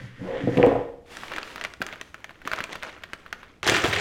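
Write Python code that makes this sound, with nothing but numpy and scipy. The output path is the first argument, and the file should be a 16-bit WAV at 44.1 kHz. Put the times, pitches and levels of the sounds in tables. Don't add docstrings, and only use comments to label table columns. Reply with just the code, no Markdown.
import sys
import numpy as np
from scipy import signal
from scipy.fft import rfft, irfft
from scipy.io import wavfile

SR = 44100
rng = np.random.default_rng(int(sys.argv[2]) if len(sys.argv) > 2 else 0)


def materialize(psi):
    bounded = np.clip(np.atleast_2d(psi).T, -1, 1)
    quanta = np.round(bounded * 32767).astype(np.int16)
    wavfile.write(sys.argv[1], SR, quanta)


N = 176576
TIME = np.arange(N) / SR

# pitch_hz, level_db, t60_s
BOWL_MODES = [(126, -1, .26), (180, -5, .12), (279, -2, .14), (362, -5, .08), (423, -4, .07), (481, 0, .15),
              (510, -2, .09), (596, -6, .09), (683, -5, .08), (820, -4, .06), (955, -7, .06),
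              (1243, -11, .06)]


def amp(db):
    return 10 ** (np.asarray(db) / 20)


def unit(x):
    return x / np.sqrt(np.mean(x ** 2) + 1e-20)


def burst(x, samples=132):
    return x * np.sqrt(samples / (np.sum(x ** 2) + 1e-20))


def read(points, hz):
    freq_hz, value = np.transpose(points)
    return np.interp(np.log(hz + 1), np.log(freq_hz + 1), value)


def fade(t, t60):
    return np.exp(-np.log(1000) * t / t60)


def add(mix, start_s, sound):
    part = mix[max(round(start_s * SR), 0):][:len(sound)]
    part += sound[:len(part)]


def colour(x, spectrum, size=4096):
    cepstrum = irfft(np.log(amp(read(spectrum, np.fft.rfftfreq(size, 1 / SR)))))
    cepstrum[1:size // 2] *= 2
    cepstrum[size // 2 + 1:] = 0
    impulse = irfft(np.exp(rfft(cepstrum)))[:size // 2]
    return signal.fftconvolve(x, impulse)[:len(x)]


def noise(spectrum, samples=N):
    return unit(colour(rng.standard_normal(samples), spectrum))


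def ticks(per_s, spread_db):
    size = amp(spread_db * np.minimum(rng.exponential(1, N), 3.5)) * rng.choice([-1, 1], N)
    return size * (rng.random(N) < per_s / SR)


def drive(mode_hz, contact_hz, reach_octaves=0.7):
    return 1 / (1 + (np.log2(mode_hz / contact_hz) / reach_octaves) ** 2)


def follow(time_s, level_db):
    outside_s = np.maximum(np.maximum(time_s[0] - TIME, TIME - time_s[-1]), 0)
    return amp(np.interp(TIME, time_s, level_db)) * fade(outside_s, t60=0.12)


def bowl_drag(damping=1.37):
    # time_s, rumble_db, contact_hz, rasp_db, hiss_db
    push = [(0, -32, 149, -44, -59.5), (.06, -38.5, 133, -49, -58), (.13, -61, 129, -52, -72.5),
            (0.216, -31, 167, -49, -62), (.28, -27, 435, -45.5, -59), (.37, -28, 473, -36.5, -67),
            (.45, -31.5, 180, -43, -59), (0.581, -26, 303, -40.5, -50.5), (.68, -16.5, 544, -38, -62.5),
            (.8, -27, 550, -48.5, -68), (.91, -47, 480, -61, -77)]
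    # freq_hz, level_db
    rasp_eq = [(500, -36), (900, -2.5), (1300, 0), (1850, 9.5), (2500, -1.5), (3300, -2), (4500, -18),
               (8000, -27.5), (15000, -68.5)]
    # freq_hz, level_db
    hiss_eq = [(2500, -9.5), (4500, 4), (6500, -1), (8500, -9), (11000, -10), (15000, -24)]
    time_s, rumble_db, contact_hz, rasp_db, hiss_db = np.transpose(push)
    contact_hz = np.interp(TIME, time_s, contact_hz)
    t = np.arange(SR // 3) / SR
    slips = np.diff(unit(ticks(per_s=1500, spread_db=1.1)), prepend=0)
    modes, shares = [], []
    for hz, db, t60 in BOWL_MODES:
        ring = np.sin(2 * np.pi * hz * t) * fade(t, t60 / damping) * (1 - np.exp(-t * hz))
        modes.append(unit(signal.oaconvolve(slips, ring)[:N]))
        shares.append(amp(db) * drive(hz, contact_hz))
    rumble = amp(-2.5) * np.multiply(shares, modes).sum(0) / np.linalg.norm(shares, axis=0)
    shudder = amp(-19) * noise([(12, -8), (32, 0), (70, -6), (120, -2), (200, -18), (900, -60)])
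    rasp = amp(-2.5) * unit(colour(ticks(per_s=5000, spread_db=4.3), rasp_eq))
    hiss = amp(-3) * noise(hiss_eq)
    return (follow(time_s, rumble_db) * (rumble + shudder)
            + follow(time_s, rasp_db) * rasp + follow(time_s, hiss_db) * hiss)


def kitchen(send, reflections_per_s=4000, rise_s=0.0063):
    # freq_hz, t60_s
    decay = [(100, 0.5), (480, 0.6), (1200, 0.53), (4000, 0.44), (14000, 0.67)]
    reflections = rng.standard_normal(SR) * (rng.random(SR) < reflections_per_s / SR)
    hz, t, bands = signal.stft(reflections, SR, nperseg=256)
    envelope = fade(t, read(decay, hz)[:, None]) * (1 - np.exp(-t / rise_s))
    _, tail = signal.istft(bands * envelope, SR, nperseg=256)
    return signal.fftconvolve(send, tail / np.linalg.norm(tail))[:N]


def room_tone(level_db=-55):
    # freq_hz, level_db
    air_eq = [(15, 9.5), (30, -11.5), (55, 7.5), (120, -1.5), (250, -2), (500, -6), (900, -20), (2200, -21),
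              (4000, -27.5), (7000, -33.5), (12000, -39), (16000, -49)]
    return amp(level_db) * noise(air_eq)


def bowl_knocks(press_s=0.0011, damping=1.28, detune=0.0051):
    # start_s, level_db, contact_hz
    catches = [(0.437, -26.5, 160), (.473, -19.5, 278), (0.489, -25, 281), (.57, -19, 240),
               (.583, -17.5, 443), (0.595, -17.5, 440), (.629, -19.5, 473), (0.6344, -15.5, 630),
               (.665, -17.5, 480), (0.669, -19, 297), (.714, -23, 600), (.752, -21.5, 532)]
    # start_s, level_db, peak_hz, treble_db (against the peak)
    rim_clicks = [(.573, -28, 2800, -38), (.577, -30, 2600, -44), (.629, -18, 2200, -62),
                  (.664, -34, 3200, -34)]
    t, out = np.arange(SR // 3) / SR, np.zeros(N)
    mode_hz, mode_db, t60 = np.transpose(BOWL_MODES)[:, :, None]
    for start_s, db, contact_hz in catches:
        lag, shift = rng.uniform(-1, 1, (2, len(BOWL_MODES), 1))
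        phase = 2 * np.pi * (mode_hz * (1 + detune * shift) * t + 0.26 * lag)
        modes = amp(mode_db) * drive(mode_hz, contact_hz) * np.sin(phase)
        ring = (modes * fade(t, t60 / damping)).sum(0) * (1 - np.exp(-t / press_s)) ** 2
        add(out, start_s, amp(db + 1.5) * burst(ring, samples=800))
    for start_s, db, hz, treble_db in rim_clicks:
        rim_eq = [(hz / 3, -20), (hz * .75, -2), (hz, 0), (hz * 1.2, -3), (hz * 1.7, -21),
                  (14000, treble_db)]
        click = colour(rng.standard_normal(len(t)) * fade(t, t60=0.0034), rim_eq)
        add(out, start_s, amp(db) * burst(click))
    return out


def gestures(starts_s, lengths_s, levels_db, attack_s, t60):
    power = np.zeros(N)
    for start_s, length_s, db in zip(starts_s, lengths_s, levels_db):
        t = TIME - start_s
        attack = np.clip(t / attack_s, 0, 1)
        release = fade(np.maximum(t - length_s, 0), t60)
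        power += (amp(db) * attack * release) ** 2
    return np.sqrt(power)


def crinkles(per_s, spread_db, decay_cycles, pitches=24):
    t, out = np.arange(SR // 100) / SR, np.zeros(N)
    for hz in np.geomspace(200, 15000, pitches):
        facet = np.sin(2 * np.pi * hz * t) * np.exp(-t * hz / decay_cycles)
        out += signal.oaconvolve(ticks(per_s / pitches, spread_db), burst(facet) * np.sqrt(hz))[:N]
    return unit(out)


def bag_wipe(attack_s=0.028, release_t60=0.44):
    # start_s, length_s, rustle_db, fizz_db
    strokes = [(1.05, 0.058, -53.5, -55.5), (1.09, 0.19, -44, -46), (1.29, .11, -37.5, -59),
               (1.42, .11, -44, -48), (1.55, 0.078, -41, -63), (1.79, 0.15, -44, -73),
               (1.99, 0.1, -71, -59), (2.12, 0.43, -57.5, -67), (2.435, 0.12, -42.5, -55),
               (2.54, 0.052, -38, -66), (2.68, 0.065, -39, -58), (2.82, 0.059, -38, -54),
               (2.95, 0.4, -54, -69), (3.33, 0.18, -53.5, -79)]
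    # freq_hz, level_db
    rustle_eq = [(60, -9.5), (200, -1), (400, 4.5), (700, 0.5), (1300, 1), (2100, 0), (3200, -5),
                 (4500, -13), (7000, -19), (14000, -54)]
    # freq_hz, level_db
    fizz_eq = [(3000, -0.5), (6000, -9.5), (8000, -14), (11000, -18), (16000, -27)]
    start_s, length_s, rustle_db, fizz_db = np.transpose(strokes)
    motion = gestures(start_s, length_s, rustle_db, attack_s, release_t60)
    friction = crinkles(per_s=1100, spread_db=0.72, decay_cycles=2.5) + 0.61 * rng.standard_normal(N)
    rustle = motion * unit(colour(friction, rustle_eq))
    fizz = gestures(start_s, length_s, fizz_db, attack_s, release_t60) * noise(fizz_eq)
    creases = small_creases(start_s[0], start_s[-1] + length_s[-1], motion, per_s=36, above_db=4)
    return amp(-2.5) * rustle + amp(-1) * fizz + creases


def snaps(rows, facet_t60=0.008, scatter_t60=0.041, crack_t60=0.005, thud_t60=0.024, sizzle_db=-17):
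    # freq_hz, level_db
    crack_eq = [(1600, -13), (3200, 2.5), (6300, 2.5), (8300, -7), (12000, -15), (16000, -40)]
    scatter_eq = [(200, -1), (700, -6), (1300, 9), (2500, 2.5), (4500, -7.5), (9000, -41), (16000, -62)]
    thud_eq = [(60, -6), (250, -5.5), (650, 14), (1000, -4), (2500, -17)]
    t, out = np.arange(SR // 20) / SR, np.zeros(N)
    crack_envelope = fade(t, crack_t60) + amp(sizzle_db) * fade(t, scatter_t60)
    for start_s, db, hz, crack_db in rows:
        bend = np.sin(2 * np.pi * 0.94 * hz * t) * fade(t, facet_t60)
        overtone = np.sin(2 * np.pi * 1.63 * hz * t) * fade(t, facet_t60 / 2)
        ring = (bend - 0.65 * overtone) * (1 - np.exp(-t * hz * 5))
        scatter = colour(rng.standard_normal(len(t)) * fade(t, scatter_t60), scatter_eq)
        crack = colour(rng.standard_normal(len(t)) * crack_envelope, crack_eq)
        thud = colour(rng.standard_normal(len(t)) * fade(t, thud_t60), thud_eq)
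        snap = (amp(-2.46) * burst(ring) + amp(-5) * burst(scatter)
                + amp(crack_db - 0.7) * burst(crack) + amp(-13) * burst(thud))
        add(out, start_s, amp(db) * snap)
    return out


def small_creases(from_s, to_s, motion, per_s, above_db, spread_db=4.5, pitch_hz=1590, octaves=0.56):
    slots_s = np.arange(from_s, to_s, 1 / per_s)
    jitter, size, detune, sharpness = rng.uniform(-1, 1, (len(slots_s), 4)).T
    start_s = slots_s + 2 * jitter / per_s
    motion_db = 20 * np.log10(np.interp(start_s, TIME, motion) + 1e-9)
    level_db = motion_db + above_db + spread_db * size
    facet_hz = pitch_hz * 2 ** (octaves * detune)
    crack_db = -22 + 7 * sharpness
    return snaps(zip(start_s, level_db, facet_hz, crack_db))


def big_creases():
    # start_s, level_db, nominal_pitch_hz, crack_db (against the level)
    buckles = [(1.1695, -31.5, 1770, -6.5), (1.2342, -30.5, 1120, -27), (1.2825, -35, 2260, -17),
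               (1.318, -27, 1530, -33), (1.3626, -27.5, 2060, -11.5), (1.3826, -23.5, 1630, -19),
               (1.4303, -29, 2800, -16), (1.5592, -29, 1350, -13), (1.6123, -27.5, 1840, -9),
               (1.6396, -28, 2000, -6), (1.6495, -20.5, 2080, -13), (1.7375, -38.5, 1570, -3),
               (1.817, -17.5, 1640, -25), (1.8237, -30, 2100, -6), (1.8655, -30.5, 1950, -4.5),
               (1.9265, -29.5, 2250, -16), (1.9347, -32, 1500, -33), (2.013, -29, 1990, -8),
               (2.1441, -32.5, 1660, -15), (2.2436, -30, 1930, -13.5), (2.2938, -37, 1740, -28),
               (2.3075, -38.5, 1140, -38), (2.4173, -39, 1600, -24), (2.4524, -36, 2020, -26),
               (2.475, -21, 1300, -14.5), (2.5158, -23.5, 1580, -14.5), (2.5296, -26, 1590, -28),
               (2.5341, -16.5, 1330, -25), (2.561, -33.5, 2070, -6), (2.582, -31, 1310, -29),
               (2.5876, -26.5, 1420, -15), (2.6048, -22.5, 1600, -28), (2.6398, -26.5, 2580, -7.5),
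               (2.7253, -41.5, 1920, 2.5), (2.7298, -29, 2140, -10), (2.756, -31, 1700, -14),
               (2.8261, -30.5, 2100, -18), (2.8323, -26.5, 1410, -12), (2.9645, -40.5, 1660, -30),
               (3.0359, -31.5, 2010, -17), (3.039, -34.5, 1900, -14), (3.1336, -26, 1710, -10.5),
               (3.2625, -35.5, 1510, -36), (3.3275, -23.5, 1630, -14), (3.4308, -36, 1200, -30),
               (3.6301, -29.5, 2300, -6.5), (3.6669, -28, 2190, 1), (3.6757, -29, 1750, 8.5),
               (3.679, -27.5, 1930, 3), (3.69, -20.5, 990, -19), (3.697, -14, 2180, -5),
               (3.7243, -22.5, 1610, -26), (3.7422, -27.5, 2690, -7), (3.7668, -28, 2520, -3),
               (3.777, -30, 1880, -9), (3.8458, -24.5, 1450, -17), (3.8634, -25, 1650, -12),
               (3.8767, -22, 1790, -20), (3.9291, -21, 2050, -14), (3.933, -18, 2350, -18),
               (3.9645, -19, 2120, -21)]
    return snaps(buckles)


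def bag_flaps(decay_cycles=1.8, flutter=0.55):
    # start_s, level_db, pitch_hz
    panels = [(1.805, -28.5, 248), (2.455, -31.5, 275), (2.605, -31, 212), (3.667, -16.5, 410),
              (3.691, -14.5, 395), (3.719, -12.5, 380), (3.844, -11.5, 364), (3.86, -14.5, 485),
              (3.879, -20.5, 109)]
    t, out = np.arange(SR // 10) / SR, np.zeros(N)
    for start_s, db, hz in panels:
        cycles = hz * t
        wobble = noise([(hz / 4, -16), (hz, 0), (hz * 2, -6), (hz * 8, -40)], len(t))
        envelope = np.exp(-cycles / decay_cycles) * np.minimum(4 * cycles, 1)
        add(out, start_s, amp(db) * (np.sin(2 * np.pi * cycles) + flutter * wobble) * envelope)
    return signal.lfilter(*signal.butter(2, 85, "highpass", fs=SR), out)


def bag_shake():
    # start_s, length_s, crackle_db
    shakes = [(3.629, 0.064, -27), (3.666, 0.084, -21.5), (3.836, 0.015, -21.5), (3.925, 0.1, -24.5)]
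    # freq_hz, level_db
    crackle_eq = [(47, -36), (80, 4), (112, 1), (237, -11), (378, -2), (441, -3), (839, -6), (1070, -11.5),
                  (1460, -6.5), (3320, -6.5), (4140, -14), (7200, -18.5), (16000, -51)]
    start_s, length_s, crackle_db = np.transpose(shakes)
    motion = gestures(start_s, length_s, crackle_db, attack_s=0.0029, t60=0.53)
    facets = crinkles(per_s=2400, spread_db=3.6, decay_cycles=2.4)
    clicks = 0.35 * unit(ticks(per_s=900, spread_db=3.5))
    swish = 0.35 * rng.standard_normal(N)
    crackle = motion * unit(colour(facets + clicks + swish, crackle_eq))
    creases = small_creases(start_s[0], start_s[-1] + length_s[-1], motion, per_s=50, above_db=1)
    return amp(-4) * crackle + creases


def scene(bowl_send_db=-6.5, bag_send_db=-12, shake_send_db=-5):
    bowl = bowl_knocks() + bowl_drag()
    bag = bag_wipe() + big_creases() + bag_flaps()
    shake = bag_shake()
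    reverb = kitchen(amp(bowl_send_db) * bowl + amp(bag_send_db) * bag + amp(shake_send_db) * shake)
    return (bowl + bag + shake + reverb + room_tone())[None]


def record(dry, cutoff_hz=16100):
    lowpass = signal.firwin(401, cutoff_hz, window=("kaiser", 9), fs=SR)
    return signal.oaconvolve(dry, lowpass[None], "same")


dry = scene()
out = record(dry)
materialize(out)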